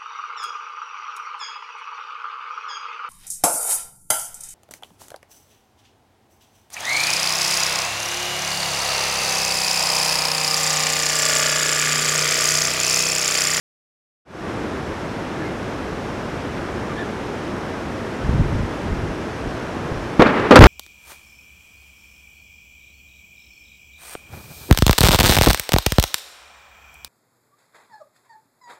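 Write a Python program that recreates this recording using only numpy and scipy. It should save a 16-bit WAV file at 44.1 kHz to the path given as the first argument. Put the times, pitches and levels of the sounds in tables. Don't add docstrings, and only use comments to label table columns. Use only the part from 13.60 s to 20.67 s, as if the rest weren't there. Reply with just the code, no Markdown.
import sys
import numpy as np
from scipy import signal
from scipy.fft import rfft, irfft, next_fast_len
from scipy.io import wavfile
from scipy.ndimage import map_coordinates

SR = 44100
rng = np.random.default_rng(int(sys.argv[2]) if len(sys.argv) > 2 else 0)


def generate_wav(signal):
    frames = np.transpose(np.atleast_2d(signal))
    scaled = np.clip(frames, -1, 1) * 32767
    pcm = np.round(scaled).astype(np.int16)
    wavfile.write(sys.argv[1], SR, pcm)


N = 311787
TIME = np.arange(N) / SR

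# f/Hz, relative level/dB
RUSH_SPECTRUM = [(15, -42), (25, -17), (50, -4.5), (80, -1), (170, -1.5), (350, -.5), (510, -4.5),
                 (700, -7.5), (1600, -13), (2850, -22), (4650, -30), (5450, -28.5), (6900, -35),
                 (11700, -45), (15500, -63)]
# t/s, f/Hz, duration/s, level/dB
BIRD_NOTES = [(1.789, 1710, 0.077, -34), (1.817, 2120, 0.1, -37), (3.275, 1197, 0.065, -32),
              (3.354, 1720, 0.1, -29), (3.374, 3700, 0.043, -46)]
# t/s, duration/s, level/dB
WIND_GUSTS = [(4.618, .22, -21.5), (4.87, 0.16, -25.5), (5.215, 0.24, -26), (5.83, 0.056, -29),
              (6.28, 0.098, -30)]
# f/Hz, relative level/dB
TURBULENCE_SPECTRUM = [(12, -26), (30, -2), (60, 1.5), (100, 1.5), (210, -4.5), (320, -15.5), (900, -42),
                       (3000, -87)]
# t/s, level/dB, f/Hz
EDDIES = [(4.692, 0, 124), (4.753, -4.5, 100), (4.795, -3, 131), (4.812, -5, 100), (4.962, -11, 100),
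          (5.034, -7.5, 121), (5.319, -9, 70), (5.389, -14, 90), (6.32, -13, 65), (6.368, -13, 75)]
# t/s, shock level/dB, f/Hz, scatter level/dB, scatter t60/s, bright share of the scatter (0-1)
SHOCK_FRONTS = [(6.5952, 21.5, 265, -4.5, 0.12, 0.13), (6.608, 4, 300, -7.5, 0.057, 0.16),
                (6.6209, 2, 940, 4.5, 0.031, 0.66), (6.9087, 14.5, 300, 3.5, 0.18, 0.12),
                (6.957, 13, 432, 13, 0.084, 0.3), (7.007, 2, 396, 2.5, 0.14, 0.33),
                (7.02, 5, 500, 6, 0.11, 0.4), (7.039, 2, 596, 9, 0.051, 0.77),
                (7.056, -1, 504, 4.5, 0.13, 0.27)]
# f/Hz, relative level/dB
DULL_SPECTRUM = [(20, -37), (110, -5), (230, -2.5), (330, 1), (510, 1.5), (720, -7.5), (1150, -12.5),
                 (3000, -27), (6000, -44), (15000, -61)]
# f/Hz, relative level/dB
BRIGHT_SPECTRUM = [(20, -28), (200, 1), (500, 5.5), (750, 0), (1150, 5.5), (2200, -6), (3800, -13.5),
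                   (6500, -28), (15000, -65)]
# f/Hz, relative level/dB
REVERB_SPECTRUM = [(20, -17), (90, -8), (240, 0), (480, -0.5), (700, -5.5), (1200, -7), (2200, -14),
                   (4000, -30), (7000, -49), (14000, -78)]
# f/Hz, t60/s
REVERB_TIMES = [(100, 1.9), (1000, 3.1), (4000, 4.8), (10000, .6)]
# delay/s, level/dB, t60/s
WALL_REFLECTIONS = [(0.069, -11, 0.086), (0.178, -16, .04), (.2, -9.5, .035), (.256, -22, .04)]
# f/Hz, relative level/dB
ROAR_SPECTRUM = [(10, -8), (30, -1.5), (50, -1.5), (78, 2.5), (110, -4), (230, -9.5), (420, -19),
                 (1000, -60)]


def amp(db):
    return 10 ** (np.asarray(db) / 20)


def along(points, hz):
    f, value = np.transpose(points)
    return np.interp(np.log(hz + 1), np.log(f + 1), value)


def wobble(rate):
    return map_coordinates(rng.standard_normal(int(N * rate / SR) + 4), [TIME * rate])


def filtered(x, response):
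    size = next_fast_len(N + SR // 2)
    return irfft(rfft(x, size) * response(np.fft.rfftfreq(size, 1 / SR)), size)[:N]


def noise(spectrum):
    x = filtered(rng.standard_normal(N), lambda hz: amp(along(spectrum, hz)))
    return x / np.sqrt(np.mean(x ** 2) + 1e-20)


def rise(start, attack):
    return np.clip((TIME - start) / attack, 0, 1)


def burst(start, t60, attack):
    age = np.maximum(TIME - start, 0)
    return (1 - np.exp(-age / attack)) * amp(-60 * age / t60)


def swing(start, hz, t60):
    return np.sin(2 * np.pi * hz * (TIME - start)) * burst(start, t60, attack=0.00079)


def canyon_rush(level_db=-27):
    return amp(level_db + 0.083 * wobble(1.64) + 0.13 * wobble(12)) * noise(RUSH_SPECTRUM)


def bird(fall=.05, roughness=.028, overtone_db=-16):
    out = np.zeros(N)
    for start, hz, length, db in BIRD_NOTES:
        progress = np.clip((TIME - start) / length, 0, 1)
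        pitch = hz * (1 + fall * (.5 - progress) + roughness * wobble(220))
        phase = 2 * np.pi * np.cumsum(pitch) / SR
        tone = np.sin(phase) + amp(overtone_db) * np.sin(2 * phase)
        out += amp(db) * np.sin(np.pi * progress) * tone
    return out


def gust(start, length, attack=0.04, t60=0.32):
    since_end = np.maximum(TIME - start - length, 0)
    return rise(start, attack) * amp(-60 * since_end / t60)


def wind(flutter_db=2, flutter_rate=45, eddy_t60=0.035):
    strength = sum(amp(db) * gust(start, length) for start, length, db in WIND_GUSTS)
    flutter = strength * amp(flutter_db * wobble(flutter_rate)) * noise(TURBULENCE_SPECTRUM)
    thuds = sum(amp(db) * swing(start, hz, eddy_t60) for start, db, hz in EDDIES)
    return flutter + thuds


def shocks(cycles=2.9):
    out = np.zeros(N)
    for start, shock_db, hz, scatter_db, t60, bright in SHOCK_FRONTS:
        scatter = np.sqrt(1 - bright) * noise(DULL_SPECTRUM) + np.sqrt(bright) * noise(BRIGHT_SPECTRUM)
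        out += amp(shock_db) * swing(start, hz, t60=cycles / hz)
        out += amp(scatter_db) * burst(start, t60, attack=0.0004) * scatter
    return out


def reverberation(start, db):
    hz, t, bands = signal.stft(noise(REVERB_SPECTRUM), SR, nperseg=256)
    decay = amp(-60 * np.maximum(t - start, 0) / along(REVERB_TIMES, hz)[:, None])
    tail = signal.istft(bands * decay, SR, nperseg=256)[1][:N]
    build_up = 1 - np.exp(-np.maximum(TIME - start, 0) / 0.0059)
    near_slope = 1 + 2.3 * burst(start, t60=0.21, attack=0.0056)
    return amp(db + 2.4 * wobble(60)) * build_up * near_slope * tail


def wall_slaps(start):
    envelope = sum(amp(db) * burst(start + delay, t60, attack=0.003)
                   for delay, db, t60 in WALL_REFLECTIONS)
    return envelope * noise(BRIGHT_SPECTRUM)


def air_blast(start=6.99):
    jolt = amp(38) * swing(start, hz=228, t60=0.011)
    rarefaction = amp(20) * burst(start + 0.0012, t60=0.027, attack=0.00022)
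    slow_wave = amp(16) * swing(start + 0.0053, hz=46, t60=0.041)
    roar = amp(6) * rise(start + 0.012, attack=0.009) * noise(ROAR_SPECTRUM)
    return jolt - rarefaction + slow_wave + roar


def scene():
    first_front, third_front = SHOCK_FRONTS[0][0], SHOCK_FRONTS[2][0]
    cracks = shocks() + wall_slaps(first_front)
    tails = reverberation(first_front, db=-20.5) + reverberation(third_front, db=-19)
    return (canyon_rush() + bird() + wind() + cracks + tails + air_blast())[None]


def record(dry, hardness=7, cutoff_hz=15900, edge_hz=400):
    faded = dry[0] * rise(start=0.65, attack=0.24)
    clipped = faded / (1 + np.abs(faded) ** hardness) ** (1 / hardness)
    return filtered(clipped, lambda hz: np.clip((cutoff_hz - hz) / edge_hz + .5, 0, 1))[None]


dry = scene()
out = record(dry)
generate_wav(out)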